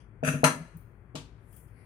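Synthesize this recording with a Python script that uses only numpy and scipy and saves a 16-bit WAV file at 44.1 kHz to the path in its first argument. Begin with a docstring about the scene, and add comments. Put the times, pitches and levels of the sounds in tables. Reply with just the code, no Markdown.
"""A small, quiet kitchen: a metal cooker lid is set down on a steel stove top, left of centre.
The rim bumps and scuffs, then drops with a loud clank that leaves the lid ringing.
The sheet steel booms under each landing and flexes as the lid rocks. The metal ticks,
the handle taps once, fingers slide off and clothes rustle. Wrist bangles jingle faintly,
and a low room rumble runs throughout."""
import sys
import numpy as np
from scipy import signal
from scipy.fft import rfft, irfft, next_fast_len
from scipy.io import wavfile

SR = 44100
rng = np.random.default_rng(int(sys.argv[2]) if len(sys.argv) > 2 else 0)


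def pcm_store(signal):
    """Save signal as 16-bit PCM."""
    levels = np.round(np.clip(np.atleast_2d(signal), -1, 1) * 32767)
    wavfile.write(sys.argv[1], SR, levels.astype(np.int16).T)


N = 81585
SIZE = next_fast_len(2 * N)
FREQS = np.maximum(np.arange(SIZE // 2 + 1) * SR / SIZE, 1)
TIME = np.arange(N) / SR


def from_db(db):
    """Decibels to gain."""
    return 10 ** (np.asarray(db) / 20)


def at_hz(points):
    """Table interpolated over FREQS on a log axis."""
    hz, value = np.transpose(points)
    return np.interp(np.log(FREQS), np.log(hz), value)


def colour(x, spectrum):
    """Minimum-phase filter; white noise keeps its level."""
    gain = from_db(at_hz(spectrum))
    cepstrum = irfft(np.log(gain / np.sqrt(np.mean(gain ** 2))), SIZE)
    cepstrum[1:SIZE // 2] *= 2
    cepstrum[SIZE // 2 + 1:] = 0
    return irfft(rfft(x, SIZE) * np.exp(rfft(cepstrum)), SIZE)[..., :N]


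def cut(x, hz, kind, order=2):
    """Low-pass or high-pass."""
    sos = signal.butter(order, min(hz, .45 * SR), kind, fs=SR, output="sos")
    return signal.sosfilt(sos, x + 1e-18)


def pan(x, left_db):
    """Left up, right down, each by left_db."""
    return x * from_db([[left_db], [-left_db]])


def decay(t60_s):
    """Exponential envelope."""
    return from_db(-60 * TIME / t60_s)


def swell(centre_s, half_s, db):
    """Smooth rise and fall."""
    return from_db(db) / np.cosh(np.clip((TIME - centre_s) / half_s, -30, 30))


def through(x, response):
    """Convolution with a stereo response."""
    return signal.fftconvolve(np.atleast_2d(x), response, axes=1)[:, :N]


def clicks(contacts):
    """One impulse per contact; softer is duller."""
    out = np.zeros(N)
    for time_s, db, hardness_hz in contacts:
        impulse = from_db(db) * (np.arange(N) == int(time_s * SR))
        out += cut(impulse, hardness_hz, "low")
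    return out


def modes(pitches_hz, rings, skew_rad):
    """Struck modes; higher ones reach the two sides out of phase."""
    out = np.zeros((2, N))
    for k, (hz, (db, t60_s)) in enumerate(zip(pitches_hz, rings)):
        sign = (-1) ** k
        phase = sign * skew_rad * min(hz / 1000, 1) * np.array([[1], [-1]])
        out += sign * from_db(db) * decay(t60_s) * np.sin(2 * np.pi * hz * TIME + phase)
    return out


# room sound field: (frequency [Hz], left-right correlation [ratio])
CORRELATION = [(100, 1), (300, .92), (700, .5), (1400, 0.017), (15000, .02)]

def diffuse():
    """Stereo white noise, alike in the bass, unrelated in the treble."""
    alike = np.clip(at_hz(CORRELATION), -1, 1)
    mid, side = rfft(rng.standard_normal((2, N)), SIZE)
    mid *= np.sqrt((1 + alike) / 2)
    side *= np.sqrt((1 - alike) / 2)
    return irfft([mid + side, mid - side], SIZE)[:, :N]


def strike(contacts, spectrum, highpass_hz, crack_db, early_db, early_t60_s,
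           tail_t60_s, tail_hz, late_db, late_t60_s, late_hz):
    """Metal contacts: crack, dense early ring, kitchen tail with a duller late part."""
    tail = cut(diffuse(), tail_hz, "low", order=4) * decay(tail_t60_s)
    early = pan(from_db(early_db) * diffuse() * decay(early_t60_s), left_db=5.5)
    late = from_db(late_db) * cut(diffuse(), late_hz, "low", order=1) * decay(late_t60_s)
    response = early + tail + late
    response[0, 0] += from_db(crack_db)  # left only
    hits = through(clicks(contacts), response)
    return cut(colour(hits, spectrum), highpass_hz, "high")


# room rumble: (frequency [Hz], level [dB])
RUMBLE_SPECTRUM = [(20, -37), (40, -3.5), (57, 3), (78, -9), (108, 3), (150, -8.5), (205, -12), (240, -17),
                   (380, -15.5), (500, -21), (700, -26.5), (1450, -26.5), (2400, -33.5), (2900, -47.5),
                   (3350, -46), (3900, -68.5), (4400, -53.5), (5200, -67), (8000, -59.5), (9900, -54),
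                   (11500, -62.5), (15000, -72)]

def room_rumble():
    """Steady low noise of the kitchen."""
    return from_db(-54.5) * colour(diffuse(), RUMBLE_SPECTRUM)


# bangle contacts: (time [s], level [dB], hardness [Hz])
BANGLE_HITS = [(0.002, -65, 7700), (1.527, -69.5, 17000), (1.566, -70, 14000), (1.68, -76.5, 12000)]
# bangle ring: (frequency [Hz], level [dB])
BANGLE_SPECTRUM = [(2500, -6), (3350, 3.5), (3900, -25), (4800, -2.5), (5400, -10), (6000, -3), (7500, -23),
                   (9800, 3.5), (11500, -17), (15000, -32)]

def bangles():
    """Thin rings knock together and shimmer as the wrist moves."""
    shimmer = diffuse() * decay(t60_s=.2)
    return colour(through(clicks(BANGLE_HITS), shimmer), BANGLE_SPECTRUM)


# weight landing on the stove top: (time [s], level [dB], hardness [Hz])
THUDS = [(0.2286, -28.5, 694), (0.266, -44.5, 387), (0.2755, -24.5, 370), (0.338, -25.5, 250),
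         (0.4332, -20, 1000), (1.1468, -37.5, 407)]
# dense ring of the sheet: (frequency [Hz], level [dB])
BOOM_SPECTRUM = [(60, -48), (115, -10.5), (150, 10.5), (205, -7.5), (260, 4), (330, -11.5), (470, -14),
                 (540, -7), (640, -4), (800, -16.5), (1400, -28)]
# sheet modes: (frequency [Hz])
SHEET_HZ = [151, 188, 260, 412, 476, 608, 641]
# ring of each sheet mode: (level [dB], T60 [s])
SHEET_RINGS = [(1, 0.19), (-8, .1), (-0.5, 0.23), (-19, 0.4), (-5, 0.24), (1, .14), (-2, 0.23)]

def stove_boom():
    """Each landing pushes the sheet steel: one brief swing, then a boom."""
    boom = from_db(-3) * colour(diffuse(), BOOM_SPECTRUM) * decay(t60_s=.42)
    swing = modes([631], [(16.5, .011)], skew_rad=-1.8)
    ring = modes(SHEET_HZ, SHEET_RINGS, skew_rad=.6)
    thuds = cut(through(clicks(THUDS), ring + boom + swing), 950, "low", order=4)
    return pan(cut(thuds, 120, "high"), left_db=2)  # the sheet radiates little deep bass


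# rim scuffs: (time [s], level [dB], hardness [Hz])
SCUFFS = [(0.2357, -39.5, 5000), (0.2485, -33.5, 14000), (0.256, -43.5, 6990), (0.271, -35.5, 13000),
          (0.276, -37.5, 8910), (0.2867, -32, 11000), (0.325, -42.5, 12000), (0.345, -42, 2950)]
# rim rubbing on steel: (frequency [Hz], level [dB])
SCUFF_SPECTRUM = [(470, -46), (800, -12), (851, -16), (1100, -12.5), (1360, -3), (1800, -2.5), (2060, -18),
                  (2690, 0), (2860, -14), (4090, -23), (4400, -32), (4680, -19.5), (5290, -31.5),
                  (5980, -9), (7550, -20.5), (10500, -10.5), (13100, -27), (14500, -23.5), (15000, -52.5)]

def rim_scuff():
    """The rim grazes the stove top as it lands."""
    scuff = strike(SCUFFS, SCUFF_SPECTRUM, highpass_hz=900, crack_db=17, early_db=-1, early_t60_s=.015,
                   tail_t60_s=.3, tail_hz=14000, late_db=-14.5, late_t60_s=.45, late_hz=5000)
    return pan(scuff, left_db=2.5)


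def rim_grit(slips_per_s=780, spread_db=5):
    """After touchdown the rim catches and slips at random."""
    slips = rng.random(N) < slips_per_s / SR
    strength = from_db(spread_db * np.minimum(rng.exponential(1, N), 2))
    envelope = swell(centre_s=.28, half_s=.012, db=-34) * (TIME > SCUFFS[0][0])
    rasp = through(slips * strength * envelope, diffuse() * decay(t60_s=.0044))
    return pan(cut(colour(rasp, SCUFF_SPECTRUM), 1200, "high"), left_db=3.5)


# lid modes: (frequency [Hz])
LID_HZ = [859, 998, 1126, 1238, 1324, 1362, 1593, 1739, 2118, 2700, 4020, 6092, 6207, 6850, 8140, 9148,
          10260, 11560]
# strength of each lid mode: (level [dB])
LID_DB = [-4, -2.5, -4, -9.5, -0.5, -6.5, -5.5, -3, -8.5, -7, -11.5, -4.5, -9.5, -8, -13, -10.5, -11, -16]

def lid_ring(split=.004, t60_at_1khz_s=.26, damping_power=.08):
    """Scuffs and clank ring the uneven lid; each mode beats with two weaker neighbours."""
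    ring = np.zeros((2, N))
    for hz, db in zip(LID_HZ, LID_DB):
        pitches_hz = hz * (1 + split * np.array([0, -1, 1]) * rng.uniform(1.0, 1.3, 3))
        phases = rng.uniform(0, 2 * np.pi, (3, 2, 1))
        partials = sum(gain * np.sin(2 * np.pi * pitch * TIME + phase)
                       for gain, pitch, phase in zip((1, .5, .5), pitches_hz, phases))
        t60_s = t60_at_1khz_s * (hz / 1000) ** -damping_power
        ring += from_db(db) * decay(t60_s) * partials
    blows = from_db(-24) * clicks(SCUFFS) + from_db(-3.5) * clicks(CLANKS[:1])
    return pan(through(blows, cut(ring, 420, "high")), left_db=3)


# rim impacts: (time [s], level [dB], hardness [Hz])
CLANKS = [(0.4412, -22.5, 16000), (0.4433, -29.5, 5000), (0.4452, -23.5, 11000), (0.4476, -22.5, 9000)]
# rim striking steel: (frequency [Hz], level [dB])
CLANK_SPECTRUM = [(410, -32), (700, -6), (807, -11.5), (839, -7.5), (980, 0.5), (1070, -2.5), (1220, -7),
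                  (1370, 5), (1500, -11.5), (1780, -0.5), (1920, -6.5), (2630, -10), (3490, -18),
                  (3630, -27), (3970, -11.5), (4410, -17), (5500, -21), (6260, -12), (7500, -22.5),
                  (7900, -14.5), (8990, -11.5), (11200, -17.5), (12100, -20), (14300, -21.5),
                  (15500, -55.5)]

def rim_clank():
    """The rim drops flat in a quick run of hard contacts."""
    clank = strike(CLANKS, CLANK_SPECTRUM, highpass_hz=790, crack_db=20.5, early_db=1, early_t60_s=.019,
                   tail_t60_s=.25, tail_hz=12500, late_db=-18.5, late_t60_s=.64, late_hz=5900)
    return pan(clank, left_db=3)


# sheet flexes: (centre time [s], half length [s], level [dB])
FLEXES = [(0.615, 0.012, -37), (0.762, 0.0086, -39)]

def stove_flex(pitch_hz=162):
    """The sheet flexes softly as the lid rocks."""
    envelope = sum(swell(*row) for row in FLEXES)
    return pan(envelope * np.sin(2 * np.pi * pitch_hz * TIME), left_db=2)


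# settling ticks: (time [s], level [dB], hardness [Hz])
TICKS = [(0.770, -61.5, 18100), (1.527, -64.5, 16000), (1.564, -58.5, 16400)]
# tick ring: (frequency [Hz], level [dB])
TICK_SPECTRUM = [(2000, -34), (8000, -22), (10000, 4.5), (13000, -51), (14600, 10.5), (15600, -4.5)]

def metal_ticks():
    """The metal ticks faintly as it settles."""
    ticks = strike(TICKS, TICK_SPECTRUM, highpass_hz=1510, crack_db=26, early_db=6, early_t60_s=.03,
                   tail_t60_s=.29, tail_hz=17000, late_db=-11, late_t60_s=1, late_hz=12000)
    return pan(ticks, left_db=3.5)


# handle contacts: (time [s], level [dB], hardness [Hz])
TAPS = [(1.147, -46, 514), (1.1537, -38, 10500), (1.158, -47, 4570)]
# handle knock: (frequency [Hz], level [dB])
TAP_SPECTRUM = [(71, -35), (120, 3), (229, -12.5), (263, -1), (405, -12.5), (623, -18.5), (773, -14.5),
                (869, -10), (1980, -23), (2550, -13.5), (4090, -15), (8780, -23.5), (13000, -29)]

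def handle_tap():
    """Three close contacts of the handle make one light tap."""
    tap = strike(TAPS, TAP_SPECTRUM, highpass_hz=115, crack_db=1, early_db=-3, early_t60_s=.03,
                 tail_t60_s=.26, tail_hz=12000, late_db=-20, late_t60_s=1, late_hz=2530)
    return pan(tap, left_db=3)


# finger friction: (frequency [Hz], level [dB])
SLIDE_SPECTRUM = [(3000, -40), (6000, -13.5), (9800, 4.5), (12000, -1), (15000, -9), (16000, -16)]

def finger_slide():
    """Fingers slide off with a faint hiss."""
    return swell(centre_s=1.575, half_s=.046, db=-64) * colour(diffuse(), SLIDE_SPECTRUM)


# cloth friction: (frequency [Hz], level [dB])
RUSTLE_SPECTRUM = [(30, -28), (70, 8), (150, 23), (400, 8.5), (1400, 0.5), (2100, 12), (3500, -18),
                   (4600, -4.5), (7000, -28), (10000, 2.5), (14000, -30)]

def clothes_rustle():
    """Cloth rubs in one soft swell."""
    return swell(centre_s=1.81, half_s=.043, db=-63) * colour(diffuse(), RUSTLE_SPECTRUM)


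def scene():
    """Lid and stove top over the quiet room, all leaning left."""
    quiet = room_rumble() + finger_slide() + clothes_rustle() + bangles()
    stove = stove_boom() + stove_flex()
    lid = rim_scuff() + rim_clank() + lid_ring() + rim_grit()
    settling = handle_tap() + metal_ticks()
    return stove + lid + settling + pan(quiet, left_db=5)


def record(dry):
    """Steep low-pass at 15.8 kHz."""
    return signal.sosfilt(signal.ellip(10, .1, 80, 15800, fs=SR, output="sos"), dry)


dry = scene()
out = record(dry)
pcm_store(out)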